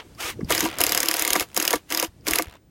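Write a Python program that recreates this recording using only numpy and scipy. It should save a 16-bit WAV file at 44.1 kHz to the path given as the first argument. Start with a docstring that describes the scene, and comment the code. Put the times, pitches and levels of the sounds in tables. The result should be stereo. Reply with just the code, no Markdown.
"""First comes a low outdoor rumble with a thin hiss (shaped noise) and a very brief gear sound.
Then a cordless impact driver is pulsed on a steel strap hook on a timber beam, close to a two-port microphone.
Its hammer hits the anvil about 37 times a second (short noise crashes) over gear grind (patchy noise).
The bit jolts the beam as bursts start and stop (noise through resonances); the loose hook clinks (tones).
The tool ticks faintly as it coasts and whines in one free spin; wind and soft thuds rumble underneath."""
import sys
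import numpy as np
from scipy import signal
from scipy.fft import rfft, irfft, next_fast_len
from scipy.io import wavfile
from scipy.ndimage import uniform_filter1d, map_coordinates

SR = 44100
rng = np.random.default_rng(int(sys.argv[2]) if len(sys.argv) > 2 else 0)


def generate_wav(sig):
    """Save sig (samples, or channels by samples) to the path in sys.argv[1] as 16-bit PCM at SR."""
    pcm = np.round(np.clip(np.atleast_2d(sig).T, -1, 1) * 32767).astype(np.int16)
    wavfile.write(sys.argv[1], SR, pcm)


def gain_from_decibels(decibels):
    """Convert decibel values to linear amplitude factors."""
    exponent = np.asarray(decibels, float) / 20
    return 10 ** exponent


N = 119070  # length [samples]

# wind rumble before the left-right trim: (time [s], level [dB])
WIND_LEVEL = [(0, -56), (.45, -38.5), (1.0, -52), (1.85, -60), (2.3, -50), (2.7, -63)]
# tone colour of the wind: (frequency [Hz], gain [dB])
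WIND_COLOUR = [(12, -43), (30, -14.5), (55, 1.5), (120, -2), (300, -7.5), (900, -29.5), (2000, -91.5)]
WIND_LUMPS_DB, WIND_LEAN_DB, WIND_ALIKE = 3, -8, .2  # lean: left minus right; likeness 0 to 1
# tone colour of the thin hiss: (frequency [Hz], gain [dB])
HISS_COLOUR = [(300, 3.5), (1200, -6), (8000, -12.5), (16000, -21)]
# loudness of the hiss: (time [s], level [dB])
HISS_LEVEL = [(0, -53), (1.5, -51.5), (2.7, -65.5)]

# stretches in which the gears turn under load: (start [s], end [s], level [dB])
LOADED_STRETCHES = [(0.498, 0.662, -26.5), (0.797, 1.425, -28.5), (1.566, 1.762, -30),
                    (1.909, 2.048, -29.5), (2.272, 2.402, -29)]
# duller stretches in which the gears only coast: (start [s], end [s], level [dB])
COASTING_STRETCHES = [(0, .004, -34.5), (0.66, .79, -37), (2.427, 2.56, -49)]
SPIN_UP_DB_PER_S, SPIN_DOWN_DB_PER_S = 1015, 704.5
IDLE_TOP_HZ = 3500  # the coasting gears get duller around here
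# tone colour of the gear grind: (frequency [Hz], gain [dB])
GRIND_COLOUR = [(180, -24), (300, 0.5), (1200, 1), (3000, 6.5), (7000, -8), (9400, -14), (13000, -4),
                (16200, -17.5)]
# tone colour of the free motor's whirr and of the ticks: (frequency [Hz], gain [dB])
WHIRR_COLOUR = [(180, -26), (330, -3), (1200, -6), (2600, 1.5), (8000, -10.5), (14000, -12.5),
                (16200, -18.5)]
# one short free spin of the motor: (time [s], whine pitch [Hz], whirr level [dB])
FREE_SPIN = [(.172, 520, -54), (.207, 720, -30), (.25, 1200, -27), (.28, 1270, -27), (.31, 1150, -28),
             (.345, 900, -54)]
# tones that make up the whine: (multiple of the pitch [count], level against the whirr [dB])
WHINE_TONES = [(1, -10), (2, -9)]

# ringing of the timber: (frequency [Hz], width [Hz], gain [dB]), lowest first
BEAM_MODES = [(325, 38, 1), (510, 75, -4), (700, 45, 0), (965, 50, -4), (1165, 52, -1), (1650, 130, -8),
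              (2170, 150, -8)]
# jolts into the beam, from the bit and from a handling tap: (time [s], upper modes' level [dB], lowest mode's
# level [dB])
BEAM_JOLTS = [(.036, -64, -43), (.403, -37, -40), (0.5, -16.5, -24), (0.618, -40, -17.5),
              (0.649, -23, -26.5), (0.797, -23, -31), (1.349, -14, -21.5), (1.401, -30.5, -26),
              (1.563, -25, -26), (1.73, -12.5, -22), (1.905, -32, -30.5), (2.021, -23.5, -32),
              (2.269, -28, -26), (2.386, -19.5, -27)]
JOLT_S, JOLT_LOW_S = 0.016, 0.041  # length of the push on the upper modes and on the lowest
GRIND_IN_BEAM_DB, BLOW_IN_BEAM_DB = -14.5, -21

# small clinks of the hook: (time [s], level [dB], pitch [Hz])
HOOK_CLINKS = [(.149, -31, 4700), (.4075, -35.5, 5010), (.446, -23.5, 4740), (2.209, -39.5, 4730)]
CLINK_T60_S = .009  # time to fall by 60 dB

# soft low thuds of handling and gusts, before the left-right trim: (middle [s], level [dB], pitch [Hz])
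THUDS = [(0.251, -37, 80), (.31, -40, 60), (0.369, -31.5, 100), (.395, -25, 403), (.416, -26, 298),
         (0.434, -20, 190), (.45, -27, 70), (.81, -35.5, 70), (1.22, -40, 50), (1.319, -35, 55),
         (1.418, -36, 61), (1.761, -40, 60), (2.09, -39.5, 65.4), (2.325, -37, 55), (2.481, -35, 70)]
THUD_CYCLES = .9  # sets the length at 60 Hz; higher thuds last more cycles

# single hammer blows on the anvil, before the hammer trim: (time [s], level [dB])
SINGLE_BLOWS = [(0.5047, -11), (0.5134, -13), (0.5216, -8), (0.5486, -9), (0.578, -8.5), (0.605, -5),
                (0.6491, -16.5), (.661, -30), (0.785, -13.5), (0.8045, -9), (0.8125, -3.5), (0.8371, -6),
                (1.3532, -12.5), (1.3607, -10.5), (1.3967, -11), (1.4065, -13), (1.4247, -23.5),
                (1.545, -23), (1.5641, -9), (1.5745, -5.5), (1.5992, -8.5), (1.6241, -9.5), (1.6505, -10.5),
                (1.677, -6.5), (1.706, -5.5), (1.729, -10.5), (1.737, -14.5), (1.7562, -17),
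                (1.9026, -20.5), (1.922, -10.5), (1.947, -10), (1.9732, -8), (1.9977, -9), (2.0252, -9.5),
                (2.0437, -18.5), (2.268, -15.5), (2.2827, -8), (2.3087, -9), (2.334, -8), (2.3563, -4.5),
                (2.277, -15), (2.385, -9.5), (2.4215, -15)]
# one long even run of blows, before the hammer trim: (level [dB])
RUN_LEVELS = [-8, -8.5, -5.5, -5, -5.5, -7, -6, -13, -6, -10, -9.5, -12.5, -9, -8, -8, -7.5, -7.5, -5]
RUN_START_S, RUN_GAP_S = .8652, .02741
# tone colour of the struck steel: (frequency [Hz], gain [dB])
STEEL_COLOUR = [(600, -28.5), (1960, -0.5), (3890, -1), (4840, -4.5), (7020, -1), (8270, -6), (11700, 0),
                (16000, -8.5)]
# resonances of the hook: (frequency [Hz], width [Hz], gain [dB])
HOOK_MODES = [(4896, 67, 4), (5034, 290, 13), (6616, 54, 6)]
HAMMER_TRIM_DB = -2
BLOW_RISE_S, BLOW_T60_S = .0014, .012
AFTER_DB, AFTER_T60_S = -16, .04  # weaker, longer tail of each blow
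BLOW_COLOUR_DB, SPIKY_DB = 3, 2  # random patches of colour, and fast random level changes
RATTLES_PER_S, RATTLE_SPREAD_DB, RATTLE_DB = 800, 2.5, -6  # loose steel chatters under load
# ticks while the tool coasts, before the hammer trim:
# (start [s], ticks [count], first gap [s], level [dB], fade per tick [dB])
TICK_TRAINS = [(.6875, 7, .0129, -24, .8), (1.487, 4, .014, -40, 0), (2.432, 11, .0123, -31, 1.1)]
GAP_GROWS_S, TICK_T60_S = .0003, .009  # each gap is this much longer than the last

# likeness of the two sides of the tool's noises: (frequency [Hz], likeness [0 to 1])
SIDES_ALIKE = [(300, 1), (700, 0.65), (2000, 0.89), (6000, 0.18)]
# balance of the tool: (frequency [Hz], left minus right [dB])
TOOL_LEAN = [(300, -0.5), (1400, -1), (3000, -2)]
LEFT_LAG_S = .000116  # the tool reaches the left port later
ROOM_DB, ROOM_T60_S = -16, .08
TOP_HZ = 15850


def unit(x):
    """Scale to rms 1."""
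    return x / np.sqrt(np.mean(x ** 2) + 1e-20)


def along(points, hz):
    """Read (frequency, value) points on a log frequency axis."""
    f, v = np.transpose(points)
    return np.interp(np.log(hz + 1), np.log(f + 1), v)


def coloured(points):
    """Turn (frequency, gain in dB) points into a gain for any frequency."""
    return lambda hz: gain_from_decibels(along(points, hz))


def curves(rows):
    """Give one value per sample for each column after the time."""
    s, *cols = np.transpose(rows)
    return [np.interp(np.arange(N) / SR, s, c) for c in cols]


def wobble(rate):
    """Draw a smooth random curve with rate knots a second."""
    knots = rng.standard_normal(int(N * rate / SR) + 4)
    return map_coordinates(knots, [np.arange(N) * rate / SR])


def filtered(x, response):
    """Shape x by a gain, possibly complex, that depends on frequency."""
    m = next_fast_len(N + 8192)
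    return irfft(rfft(x, m) * response(np.fft.rfftfreq(m, 1 / SR)), m)[..., :N]


def modes(table):
    """Response of resonances, with alternating sign, that ring only after they are pushed."""
    def response(f):
        return sum((-1) ** k * gain_from_decibels(db) * 1j * f * width / (centre ** 2 - f * f + 1j * f * width)
                   for k, (centre, width, db) in enumerate(table))
    return response


def noise(gain, patchy_db=0):
    """Two partly alike noises of rms 1, with a colour and random patches in time and frequency."""
    z = signal.stft(rng.standard_normal((2, N)), nperseg=128)[2]
    field = uniform_filter1d(rng.standard_normal(z.shape[1:]), size=3, axis=0)
    field = uniform_filter1d(field, size=5, axis=1)
    pair = signal.istft(z * gain_from_decibels(patchy_db * unit(field)), nperseg=128)[1][:, :N]

    def mid_and_side_gain(hz):
        angle = np.arccos(np.clip(along(SIDES_ALIKE, hz), -1, 1)) / 2
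        return gain(hz) * [np.cos(angle), np.sin(angle)]
    mid, side = filtered(pair, mid_and_side_gain)
    return unit(np.array([mid + side, mid - side]))


def strikes(rows, shape):
    """Loudness curve with one copy of shape at each (time, level)."""
    train = np.zeros(N)
    for s, db in rows:
        train[min(round(s * SR), N - 1)] += gain_from_decibels(db)
    return signal.fftconvolve(train, shape)[:N]


def burst(rise_s, t60_s):
    """A quick smooth rise and an exponential fall."""
    t = np.arange(SR // 8) / SR
    rise = np.sin(np.pi / 2 * np.clip(t / rise_s, 0, 1)) ** 2
    return rise * gain_from_decibels(-60 * np.maximum(t - rise_s, 0) / t60_s)


def swells(rows):
    """Loudness curve of half-sine swells at (time, level, length)."""
    t = np.arange(N) / SR
    return sum(gain_from_decibels(db) * np.sin(np.pi * np.clip((t - s) / length, 0, 1)) for s, db, length in rows)


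def turning(rows):
    """Gear level: ramps up before each stretch, holds, runs down after it."""
    t = np.arange(N) / SR
    levels = []
    for start, end, db in rows:
        before = SPIN_UP_DB_PER_S * np.maximum(start - t, 0)
        after = SPIN_DOWN_DB_PER_S * np.maximum(t - end, 0)
        levels.append(gain_from_decibels(db - before - after))
    return np.max(levels, axis=0)


def blows():
    """List all hammer blows as (time, level): the single ones, then the even run."""
    return SINGLE_BLOWS + [(RUN_START_S + k * RUN_GAP_S, db) for k, db in enumerate(RUN_LEVELS)]


def outdoors():
    """Lumpy wind rumble and thuds, stronger on the right port, and a thin hiss, stronger on neither."""
    level_db, = curves(WIND_LEVEL)
    shared, *own = rng.standard_normal((3, N))
    raw = np.sqrt(WIND_ALIKE) * shared + np.sqrt(1 - WIND_ALIKE) * np.array(own)
    colour = coloured(WIND_COLOUR)
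    push = gain_from_decibels(level_db + WIND_LUMPS_DB * wobble(7.7))
    wind = filtered(push * raw, colour) / np.std(filtered(raw, colour))
    hiss = unit(filtered(rng.standard_normal((2, N)), coloured(HISS_COLOUR)))
    trim = gain_from_decibels(1.5 + np.array([[.5], [-.5]]) * WIND_LEAN_DB)
    return trim * (wind + thuds()) + gain_from_decibels(curves(HISS_LEVEL)[0]) * hiss


def motor():
    """Gears grind as patchy noise, duller when coasting; the free motor whirrs with a faint broken whine."""
    pitch_hz, whirr_db = curves(FREE_SPIN)
    t = np.arange(N) / SR
    free = gain_from_decibels(whirr_db) * (t > FREE_SPIN[0][0]) * (t < FREE_SPIN[-1][0])
    turn = 2 * np.pi * np.cumsum(pitch_hz * (1 + 0.017 * wobble(200.5))) / SR
    whine = sum(gain_from_decibels(db + 5 * wobble(50)) * np.sin(k * turn) for k, db in WHINE_TONES)
    whirr = gain_from_decibels(1.5 * wobble(120)) * noise(coloured(WHIRR_COLOUR), patchy_db=1.5)
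    roughness = unit(gain_from_decibels(2 * wobble(120) + 2.5 * wobble(700)))
    grind = roughness * noise(coloured(GRIND_COLOUR), patchy_db=3)
    idle = unit(filtered(grind, lambda hz: 1 / (1 + (hz / IDLE_TOP_HZ) ** 1.5)))
    return turning(LOADED_STRETCHES) * grind + turning(COASTING_STRETCHES) * idle + free * (whirr + whine)


def beam():
    """The timber rings under jolts, blows and grind; its lowest mode takes longer pushes."""
    steady = gain_from_decibels(GRIND_IN_BEAM_DB) * turning(LOADED_STRETCHES + COASTING_STRETCHES)
    steady = steady + gain_from_decibels(BLOW_IN_BEAM_DB) * strikes(blows(), burst(BLOW_RISE_S, 0.068))
    upper = swells([(s, db, JOLT_S) for s, db, low_db in BEAM_JOLTS])
    lowest = swells([(s, low_db, JOLT_LOW_S) for s, db, low_db in BEAM_JOLTS])
    raw = noise(np.ones_like)
    ring = filtered((steady + upper) * raw, modes(BEAM_MODES[1:]))
    ring = ring - filtered((steady + lowest) * raw, modes(BEAM_MODES[:1]))
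    return ring / np.std(filtered(raw, modes(BEAM_MODES)))


def clinks():
    """The loose hook rings briefly: two fading tones with a little noise."""
    out, t = np.zeros(N + SR), np.arange(SR // 20) / SR
    for s, db, hz in HOOK_CLINKS:
        ring = np.sin(2 * np.pi * hz * t) + .7 * np.sin(2.2 * np.pi * hz * t)
        ring = ring + .12 * rng.standard_normal(len(t))
        out[round(s * SR):][:len(t)] += gain_from_decibels(db) * burst(.001, CLINK_T60_S)[:len(t)] * ring
    return out[:N]


def thuds():
    """Each thud is a short low tone, a little out of step at the two ports."""
    t, out = np.arange(N) / SR, 0
    for s, db, hz in THUDS:
        turns = (t - s) * hz
        phase = 2 * np.pi * rng.random() + rng.normal(0, 1.2, (2, 1))
        fade = np.exp(-(2 * turns / (THUD_CYCLES * np.sqrt(hz / 60))) ** 2)
        out = out + gain_from_decibels(db) * fade * np.sin(2 * np.pi * turns + phase)
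    return out


def hammer():
    """Each blow is a short spiky steel crash with chatter between; coasting ticks are small and shorter."""
    ticks = []
    for start, count, gap, db, fade in TICK_TRAINS:
        for k in range(int(count)):
            s = start + k * gap + GAP_GROWS_S * k * (k - 1) / 2
            ticks.append((s, db - fade * k + rng.normal(0, 1.5)))
    shape = burst(BLOW_RISE_S, BLOW_T60_S) + gain_from_decibels(AFTER_DB) * burst(BLOW_RISE_S, AFTER_T60_S)
    short = burst(BLOW_RISE_S / 2, TICK_T60_S)

    def steel(hz):
        return gain_from_decibels(along(STEEL_COLOUR, hz)) * np.abs(1 + modes(HOOK_MODES)(hz))
    spikes = unit(gain_from_decibels(SPIKY_DB * wobble(1500)))
    crash = strikes(blows(), shape) * spikes * noise(steel, BLOW_COLOUR_DB)
    hits = rng.random(N) < RATTLES_PER_S / SR
    sizes = gain_from_decibels(RATTLE_SPREAD_DB * rng.standard_normal(N))
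    chatter = signal.fftconvolve(hits * sizes, short)[:N]
    rattle = gain_from_decibels(RATTLE_DB) * turning(LOADED_STRETCHES) * chatter * noise(steel, BLOW_COLOUR_DB)
    ticking = strikes(ticks, short) * noise(coloured(WHIRR_COLOUR), patchy_db=2)
    return gain_from_decibels(HAMMER_TRIM_DB) * (crash + rattle + ticking)


def scene():
    """The tool sits a little to the right; nearby timber and ground answer briefly."""
    tool = motor() + beam() + clinks() + hammer()
    tail = rng.standard_normal((2, SR // 8)) * burst(0.0019, ROOM_T60_S)
    answer = signal.fftconvolve(tool, tail / np.linalg.norm(tail[0]), axes=1)[:, :N]
    tool = tool + gain_from_decibels(ROOM_DB) * answer
    half = np.array([[.5], [-.5]])  # left, right

    def placing(hz):
        return gain_from_decibels(half * along(TOOL_LEAN, hz)) * np.exp(-2j * np.pi * hz * half * LEFT_LAG_S)
    return outdoors() + filtered(tool, placing)


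def roll_off(x):
    """The treble ends steeply here."""
    return signal.sosfilt(signal.butter(12, 16520, fs=SR, output="sos"), x)


def record(dry):
    """Peaks clip at full scale and the top of the treble is cut."""
    mix = filtered(np.clip(dry, -1, 1), lambda hz: hz < TOP_HZ)
    return roll_off(mix)


dry = scene()
out = record(dry)
generate_wav(out)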